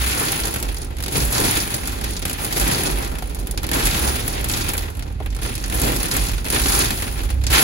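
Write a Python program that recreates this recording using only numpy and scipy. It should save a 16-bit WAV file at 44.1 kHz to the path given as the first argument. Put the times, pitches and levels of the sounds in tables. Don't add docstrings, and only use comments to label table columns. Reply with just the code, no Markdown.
import sys
import numpy as np
from scipy import signal
from scipy.fft import rfft, irfft
from scipy.io import wavfile
from scipy.ndimage import uniform_filter1d

SR = 44100
rng = np.random.default_rng(int(sys.argv[2]) if len(sys.argv) > 2 else 0)


def invert_db(level):
    return 10 ** (np.asarray(level, dtype=float) / 20)


def master_out(mix):
    frames = np.transpose(np.atleast_2d(mix))
    ceiling = np.clip(frames, -1, 1)
    pcm = np.round(ceiling * 32767).astype(np.int16)
    wavfile.write(sys.argv[1], SR, pcm)


N = 336483
T = np.arange(N) / SR
HZ = np.arange(N // 2 + 1) * SR / N + 1e-3
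TOP_HZ = 15800


def unit(x):
    return x / np.sqrt(np.mean(x ** 2))


def over_hz(table, column):
    table = np.array(table)
    return np.interp(np.log(HZ), np.log(table[:, 0]), table[:, column])


def walk(rate):
    k = int(SR / rate)
    steps = np.repeat(rng.standard_normal(N // k + 1), k)
    return 1.3 * uniform_filter1d(uniform_filter1d(steps, k), k)[:N]


def port_noise(db, sway=0.):
    # frequency in Hz, likeness of the ports 0-1, lead of the right port in half turns.
    ports = [(60, 0.93, -0.00059), (299.54, 0.75, 0.139), (484.86, 0.05, 0.2), (639, 0.57, 1.04),
             (1508, 0.27, 0.7097), (2180, 0.3, 0.57), (2500, 0.34, 0.166), (3370, 0, 1.08),
             (4120, 0.18, -2.09), (5400, 0.03, 1.04), (6240, 0.34, 0.2), (7400, 0.35, 0.37)]
    # frequency in Hz, # likeness 0-1, lead in half turns.
    ports_top = [(7800, .99, .97), (9150, .993, 1.03), (10400, .98, 1.97), (11600, .98, 2.03),
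                 (12600, .995, 2.98), (14300, .995, 3.02), (15100, .985, 4), (17000, .985, 4)]
    shared, left, right = rfft(rng.standard_normal((3, N)))
    like = np.clip(over_hz(ports + ports_top, 1), 0, 1)
    lead = np.pi * over_hz(ports + ports_top, 2)
    ahead = shared * np.exp(1j * lead)
    if sway:
        paths = []
        for s in (-sway, sway):
            swayed_lead = np.interp(HZ * (1 + s * (HZ > 6000)), HZ, lead)
            paths.append(irfft(shared * np.exp(1j * swayed_lead), N))
        mix = np.clip(.5 + 0.48 * walk(16), 0, 1)
        ahead = rfft(mix * paths[0] + (1 - mix) * paths[1])
    coherent = np.sqrt(like) * np.array([shared, ahead])
    diffuse = np.sqrt(1 - like) * np.array([left, right])
    return (coherent + diffuse) * invert_db(db)


def ruts(boom_hz=50.03, rise_s=0.025, rut_db=-4, spread=0.147):
    # start in seconds, peak level in dB.
    bumps = [(0.407, -18), (0.643, -18.5), (0.834, -15.5), (0.914, -24), (1.218, -11), (1.821, -26),
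             (2.309, -29), (2.601, -11), (2.919, -17.5), (3.394, -16.5), (3.675, -17), (3.829, -12),
             (4.378, -15.5), (4.561, -21.5), (4.963, -18), (5.26, -21.5), (5.345, -17), (5.449, -21.5),
             (5.596, -22.5), (5.951, -16.5), (6.179, -18), (6.299, -19), (6.594, -14.5), (6.764, -11),
             (7.114, -13.5), (7.21, -13), (7.499, -12.5)]
    out = np.zeros(N)
    for s, peak_db in bumps:
        hz = boom_hz * (1 + spread * rng.uniform(-0.9825, 1))
        age = np.maximum(T - s, 0) / rise_s
        out += invert_db(peak_db + rut_db) * age * np.exp(1 - age) * np.sin(2 * np.pi * hz * (T - s))
    return out


def engine(wobble=0.01177, road_db=-30.0, lean_db=4.0, uneven_db=4.5, shake_db=1.0):
    # time in seconds, cycle rate in Hz, load in dB.
    revs = [(0, 15.454, -6), (.3, 16.2, -4.5), (.45, 16.28, -3), (.89, 16.6, -3), (1.4, 14.445, -3),
            (2.23, 14.4, 0), (2.5, 15.4, -4.5), (3.14, 15.7, -1.5), (3.75, 14.957, -3), (4.02, 16.1, -0.5),
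            (4.68, 20.9, 0.5), (4.971, 18.2, -1.5), (5.31, 15.775, 0.5), (5.74, 15.8, -1), (6.1, 17.4, 1),
            (6.45, 16, 3), (7.01, 14.773, 0.5), (7.5, 16.5, 3.5), (7.63, 12.083, -4)]
    # multiple of the cycle rate, level in dB.
    orders = [(3, -32.5), (4, -32.5), (5, -41), (6, -41)]
    # frequency in Hz, level in dB per Hz.
    rumble = [(8.8, -36.5), (15, -8), (43, 6.5), (64, -0.5), (162, -9.5), (270, -19), (500, -30),
              (650, -43.5), (1100, -120)]
    s, *columns = np.transpose(revs)
    hz, load_db = (np.interp(T, s, c) for c in columns)
    boom = ruts()
    for order, db in orders:
        turns = np.cumsum(round(order) * hz * (1 + wobble * walk(9))) / SR
        level = np.sqrt(2) * invert_db(db + load_db + uneven_db * walk(7))
        boom = boom + level * np.sin(2 * np.pi * turns)
    road = unit(irfft(port_noise(over_hz(rumble, 1)), N))
    road = road * invert_db(load_db + road_db + shake_db * walk(5))
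    return (boom + road) * invert_db(np.array([[-lean_db], [lean_db]]) / 2)


def knocks(t60=0.056, knock_db=-1, thud_db=-3):
    # start in seconds, peak level in dB, ring in Hz.
    blows = [
        (0.212, -19.5, 435.1),
        (0.61, -30, 344),
        (2.394, -31, 354),
        (3.224, -27, 730),
        (5.204, -25, 394),
        (5.21, -28, 395.6),
        (5.259, -34, 333.2),
    ]
    out = np.zeros(N)
    band = signal.butter(4, [280, 900], "band", fs=SR)
    thud = unit(signal.lfilter(*band, rng.standard_normal(N)))
    for s, peak_db, hz in blows:
        age = np.maximum(T - s, 0)
        ring = np.sin(2 * np.pi * hz * age) + invert_db(thud_db) * thud * (age > 0)
        out += invert_db(peak_db + knock_db) * ring * np.exp(-np.log(1000) * age / t60)
    return out * invert_db(np.array([[.6], [-.6]]))


def shower(lull_db=-49, lull_drum_db=7.5, crest_bend=1.94):
    # crest in seconds, spatter in dB, seconds to swell the last 10 dB, seconds to thin by 10 dB,
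    # panel drumming relative to the spatter in dB.
    sheets = [(0.052, -29.5, -6.4546, 0.61, 0.5), (1.169, -29.5, 0.07, 0.14, 0),
              (1.482, -26, 0.206, 0.1838, 0), (1.74, -34.5, 0.13, 0.18, 0), (1.89, -36.5, 0.02, 0.2, -1.5),
              (2.05, -38, 0.03, 0.18, -1.5), (2.27, -36, 0.02, 0.12, 0), (2.43, -33, 0.07, 0.09, -0.5),
              (2.669, -29.5, 0.2, 0.4039, 1.5), (3.4, -48, -1.3, 0.2, 7.5), (3.651, -39, -0.0367, 0, -8.5),
              (3.738, -28.5, -0.0044, 0.1459, -0.5), (4.0, -28, 0.23, 0.2254, 2),
              (4.3, -36, 0.0869, 0.3, 4), (4.55, -32, 0.06, 0.3052, 0.5), (5.45, -36.5, 0.0545, 0.14, 2.5),
              (5.6, -42, -0.03, 1.32, 2), (5.75, -33, 0.044, 0.13, 1.5), (5.86, -31, 0.0744, 0.28, 3.5),
              (6.14, -31.5, 0.04, 0.22, 1.5), (6.561, -28, 0.0547, 0.0738, -1),
              (6.77, -26, 0.1648, 0.1143, 1), (6.95, -35, 0.25, 0.38, 0), (7.546, -23.5, 0.04, .6, -2)]
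    power = invert_db(lull_db + np.array([[0], [lull_drum_db]])) ** 2
    for crest_s, db, swell_s, thin_s, drum_db in sheets:
        away = np.abs(T - crest_s) / np.where(T < crest_s, abs(swell_s), abs(thin_s))
        level_db = np.maximum(db - 10 * away ** crest_bend, -99)
        power = power + invert_db(level_db + np.array([[0], [drum_db]])) ** 2
    return 10 * np.log10(power)


def pings(sheet, per_s=220., ping_db=-4, spread_db=3, low_hz=701.0, octaves=3.0, cycles=40., fall_db=-.5):
    when, pitch, size, side = rng.random((round(per_s * N / SR), 4)).T
    start = (when * (N - 2048)).astype(int)
    hz = low_hz * 2 ** (octaves * pitch)
    age = np.arange(2000)
    gain = invert_db(sheet[start] + ping_db + fall_db * octaves * pitch - spread_db * np.log(size + .12))
    turns = hz[:, None] * age / SR
    onset = np.sin(np.minimum(turns / 2, np.pi / 2)) ** 2
    decay = np.exp(-np.log(1000) * turns / cycles)
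    ring = gain[:, None] * np.sin(2 * np.pi * turns) * decay * onset
    out = np.zeros((2, N))
    for port, near in enumerate((side, 1 - side)):
        at = (start + np.round(30 * (1 - near)).astype(int))[:, None] + age
        heard = np.sqrt(.5 + near)[:, None] * ring
        out[port] = np.bincount(at.ravel(), heard.ravel(), N)
    return out


def fade(hits, decay_ms):
    for ms in (decay_ms, .5):
        keep = np.exp(-1000 / (ms * SR))
        hits = signal.lfilter([1 - keep], [1, -keep], hits)
    return hits


def rain_noise():
    # frequency in Hz, level in dB per Hz, left minus right in dB.
    colour = [(100.1, 10.5, 2), (179.4, 0.2, -1.5), (319, -2, -2), (633.8, -5, 1), (791, -6, 0.9),
              (1217.4, -8, 0.03), (2533.7, -8, 0), (2826, -9.5, 0), (6210, -13, -3.5), (7560, -13, 0.9),
              (9250, -9, -3), (11906, -12.5, 1.2), (13700, -16.5, -2), (17428, -14, 6)]
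    # mode in Hz, width in Hz, lift in dB.
    panels = [(117.5, 15.8, 4), (254.1, 15, 2.5), (393.2, 83, 2), (793, 32, 5.5), (1387.1, 63, 4),
              (2559, 112, 3), (3350, 275, 1.5), (4576, 309.2, 3)]
    tilt = np.array([[1], [-1]]) * over_hz(colour, 2) / 2
    modes = sum(db / (1 + (2 * (HZ - hz) / width) ** 2) for hz, width, db in panels)
    noise = port_noise(over_hz(colour, 1) + modes + tilt, sway=0.03)
    return noise * HZ ** 4 / (HZ ** 4 + 99.0 ** 4) * (HZ < TOP_HZ)


def big_drops():
    # start in seconds, peak level in dB, dull part in dB, fizz
    # in dB.
    splats = [(0.0149, -22, -30, -28), (0.1101, -13.5, -33, -23.5), (0.176, -12, -34, -23),
              (0.2059, -13, -30.5, -24.5), (0.2738, -22.5, -29, -27), (0.3187, -11.5, -32, -22),
              (0.3187, -19, -28.5, -16), (0.3511, -23, -39, -32), (0.3586, -20.5, -35, -26),
              (0.3995, -16, -34, -22), (0.4708, -15, -28, -24), (0.539, -18, -31.5, -23),
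              (0.5596, -14.5, -26, -22), (0.6, -21, -36, -26.5), (0.626, -12.5, -30, -21),
              (0.6871, -22, -29.5, -30), (0.827, -19.5, -48, -38.5), (0.9677, -28, -39, -38),
              (1.0034, -19, -33.5, -29.5), (1.0247, -21.5, -34.5, -28), (1.0372, -10, -31.5, -24),
              (1.061, -13, -29, -30), (1.0811, -14, -28, -25), (1.1614, -8, -31, -23),
              (1.2002, -14, -35, -28.5), (1.2226, -19, -29, -25), (1.33, -15, -29, -25),
              (1.3443, -11, -29, -24), (1.4007, -16, -37, -20.5), (1.4491, -7, -29, -18),
              (1.5718, -11, -25.5, -17), (1.6695, -20, -31, -28), (1.7155, -20, -33, -34.5),
              (1.7404, -8, -28, -23), (1.8337, -23, -31, -28), (1.8547, -26.5, -40, -29),
              (1.8736, -17.5, -32.5, -20.5), (2.0113, -19, -38, -26), (2.0412, -16, -34.5, -23),
              (2.1066, -19, -42.5, -26.5), (2.1485, -19, -41, -35.5), (2.166, -11, -37, -30),
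              (2.2189, -18, -36.5, -32), (2.2243, -10.5, -30, -30), (2.2528, -10, -25, -20.5),
              (2.296, -17, -29, -24), (2.33, -14, -37, -22), (2.385, -19, -31, -35),
              (2.5253, -8, -27, -22), (2.5637, -15, -27.5, -24.5), (2.5796, -11, -31, -24.5),
             (2.6136, -12, -26, -28), (2.656, -10, -27.5, -28.5), (2.8036, -16, -28, -29.5),
             (2.867, -22.5, -29, -31), (2.8989, -20, -34.5, -34.5), (2.9568, -24.5, -35, -31),
             (3.0241, -18, -34.5, -32), (3.0466, -16, -34.5, -27), (3.1533, -28.5, -34, -37),
             (3.1848, -17, -34, -29), (3.2227, -22, -33.5, -33.5), (3.3469, -22, -47, -29),
             (3.3908, -27, -47.5, -34.5), (3.4706, -19, -36.5, -25), (3.5105, -15.5, -41, -24.5),
             (3.5754, -9, -28.5, -29.5), (3.6313, -16.5, -32, -25), (3.6896, -13.5, -28, -26),
             (3.7146, -13, -23, -21), (3.732, -15.5, -30.5, -25), (3.7704, -13.5, -35, -24),
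             (3.8692, -10, -25, -16), (3.9924, -15, -38, -18), (4.0483, -13, -38, -22),
             (4.0757, -8, -32, -21), (4.1601, -17.5, -32, -22), (4.199, -18, -33.5, -26),
             (4.2783, -19, -30, -17), (4.3257, -22, -37, -28), (4.4095, -26, -38, -29),
             (4.4095, -22, -35, -25), (4.4429, -13, -29, -21), (4.4858, -14, -38, -20.5),
             (4.4968, -8, -28.5, -21.5), (4.5143, -9, -31, -21), (4.5362, -3.5, -28, -28),
             (4.5636, -12.5, -32, -25), (4.5731, -13, -30.5, -22.5), (4.611, -22.5, -31, -30.5),
             (4.645, -19.5, -31.5, -30), (4.6889, -12, -27, -19.5), (4.7348, -21, -29.5, -22),
             (4.7782, -11, -29, -21), (4.9692, -29, -48, -36), (4.9932, -25, -38, -32),
              (5.2605, -30, -32.5, -33.5), (5.3478, -21, -41, -32.5), (5.3877, -27, -36, -41),
             (5.4156, -22, -45.5, -32.5), (5.4306, -14, -35, -25.5), (5.5525, -14, -36.5, -23),
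             (5.5783, -14, -35, -30.5), (5.6246, -22, -39, -36), (5.6396, -11, -33.5, -34),
             (5.6596, -18, -36, -29), (5.6794, -20, -40, -30), (5.6985, -17.5, -31.5, -26),
             (5.7244, -17.5, -26, -26.5), (5.7738, -18, -39, -26), (5.7977, -14, -30.5, -20),
             (5.8162, -11.5, -28.5, -16.5), (5.9631, -10, -31, -20.5), (5.9908, -23.5, -36, -30.5),
             (5.9998, -21.5, -34, -25), (6.0297, -13.5, -31, -18.5), (6.0562, -12, -32, -23),
             (6.0836, -17.5, -34, -27.5), (6.113, -4, -29, -26), (6.2198, -17, -32, -26),
             (6.3335, -19, -32.5, -30.5), (6.381, -15, -33, -40), (6.4441, -19, -36, -29),
             (6.4525, -15.5, -30.5, -26.5), (6.4631, -21, -28, -27), (6.5015, -7, -28, -17.5),
             (6.5306, -16, -25, -24), (6.561, -9, -20.5, -28.5), (6.658, -4, -23.5, -27),
             (6.802, -16.5, -24, -27), (6.8352, -17, -26, -31.5), (6.9052, -10, -25, -22),
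             (6.986, -20, -31.5, -27.5), (7.022, -14, -28, -19.5), (7.0417, -20.5, -32, -32),
             (7.0669, -24.5, -32.5, -32), (7.0793, -21, -29.5, -30), (7.1908, -25, -32, -34),
             (7.2031, -20, -31, -38), (7.3024, -18.5, -32, -27.5), (7.438, -16.5, -33, -34),
             (7.4668, -3.5, -29.5, -28), (7.5019, -13, -26.5, -23), (7.5158, -11.5, -24, -19)]
    # start in seconds, peak level in dB, dull part in dB, fizz in dB.
    drips = [(0.7442, -25.5, -36, -30), (0.7652, -27.5, -43, -31.5), (0.846, -21, -54, -36),
             (0.9842, -24, -36.5, -37), (1.955, -22, -41.5, -34), (2.0644, -23, -34, -37),
             (2.1929, -24, -35, -30), (2.3114, -19, -30, -29), (3.1532, -29.5, -36, -36),
             (3.3984, -27.5, -45, -33), (3.4286, -30, -45, -37), (3.6405, -18, -26.5, -30),
             (3.6664, -20.5, -34.5, -30.5), (4.8362, -28.5, -34, -35), (4.9504, -32.5, -46, -40),
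             (5.0241, -20, -36.5, -39), (5.1238, -35, -48, -43.5), (5.201, -34, -39, -47),
             (5.3642, -24, -36, -35), (6.4734, -23.5, -31.5, -36), (6.4838, -14.5, -33, -25),
             (7.326, -28, -40, -39), (7.4135, -29, -38, -40)]
    return np.transpose(splats + drips)


def rain(drops_per_s=260., mist=0.33, flicker_db=1.65, splat_db=-15.5, tail_share=0.021, tail_ms=37.0,
         big_fizz_db=-1, big_drum_db=-2, drift_db=0.73, crack_share=0.29, crack_ms=.9, crack_hz=2420.0,
         thin_tilt=0.23, stray_share=.03, masked=10., hue_db=1.5, dull_db=0.5):
    # upper edge in Hz, splat decay in ms, spread of drop sizes in dB,
    # own share of each drop's size in dB.
    parts = [
        (298, 8.8, 2.5, 2),
        (865.47, 9.915, 2, 2),
        (1790, 3.7, 0, 2.5),
        (3890, 6, 1, 6),
        (7620, 5.3, 3, 9.5),
        (12580, 3.1, 6, 7.5),
        (16477, 2.7, 6, 2),
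    ]
    sheet, drum = shower()
    thinness = np.minimum(sheet - (-33), 0)
    fizz_db = 1.5 + 0.28 * thinness + drift_db * walk(10)
    drum_db = -0.4 + drum - sheet + drift_db * walk(9)
    density = drops_per_s * invert_db(.6 * (sheet - sheet.mean())) / SR
    falls = np.flatnonzero(rng.random(N) < density)
    size = np.minimum(rng.exponential(size=len(falls)), 1.9)
    own = rng.standard_normal((len(parts), len(falls)))
    noise = rain_noise()
    scale = np.sqrt(np.mean(irfft(noise.mean(axis=0) * (HZ > 1200) * (HZ < 7000), N) ** 2))
    when, peak_db, big_dull, big_fizz = big_drops()
    at = (when * SR).astype(int)
    hue = rng.uniform(-1.9, 1, (len(when), len(parts))).T
    out, below = pings(sheet), 0
    for k, (edge_hz, decay_ms, spread_db, own_db) in enumerate(parts):
        under = 1 / (1 + (HZ / edge_hz) ** 12)
        carrier = irfft(noise * np.sqrt(np.maximum(under - below, 0)), N) / scale
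        below = under
        low, glassy, high = edge_hz < 1000, edge_hz > 5000, edge_hz > 9000

        hits = np.zeros(N)
        hits[falls] = invert_db(spread_db * size + own_db * np.clip(own[k], -2, 2)) ** 2 / density[falls]
        patter = fade(hits / hits.mean(), decay_ms)
        steady_db = sheet + low * drum_db + high * fizz_db + glassy * thin_tilt * thinness
        steady = invert_db(steady_db + flicker_db * walk(15)) ** 2

        if high:
            part_db = big_fizz + big_fizz_db
        elif glassy:
            part_db = peak_db + splat_db
        else:
            part_db = big_dull + dull_db + low * big_drum_db
        power = invert_db(part_db + hue_db * hue[k]) ** 2
        big = np.zeros(N)
        big[at] = power ** 2 / (power + steady[at]) * decay_ms * SR / 1000
        crack = crack_share * np.clip(edge_hz / crack_hz - 1, 0, 1) * fade(big, crack_ms)
        big = fade(big, decay_ms) + tail_share * fade(big, tail_ms)

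        lone = crack + stray_share * big
        apart = np.array([np.roll(carrier[0], N // 3), np.roll(carrier[1], N // 5)])
        out = out + carrier * np.sqrt(steady * (mist + (1 - mist) * patter) + big)
        out = out + apart * lone / np.sqrt(lone + masked * steady)
    return out


def scene():
    return engine() + knocks() + rain()


def roll_off(x):
    return signal.sosfilt(signal.butter(12, 16780, fs=SR, output="sos"), x)


def record(dry):
    rounded = np.tanh(0.65 * dry) / 0.76
    phone = irfft(rfft(rounded) / (1 + (HZ / (TOP_HZ + 250)) ** 200), N)
    return roll_off(phone)


dry = scene()
out = record(dry)
master_out(out)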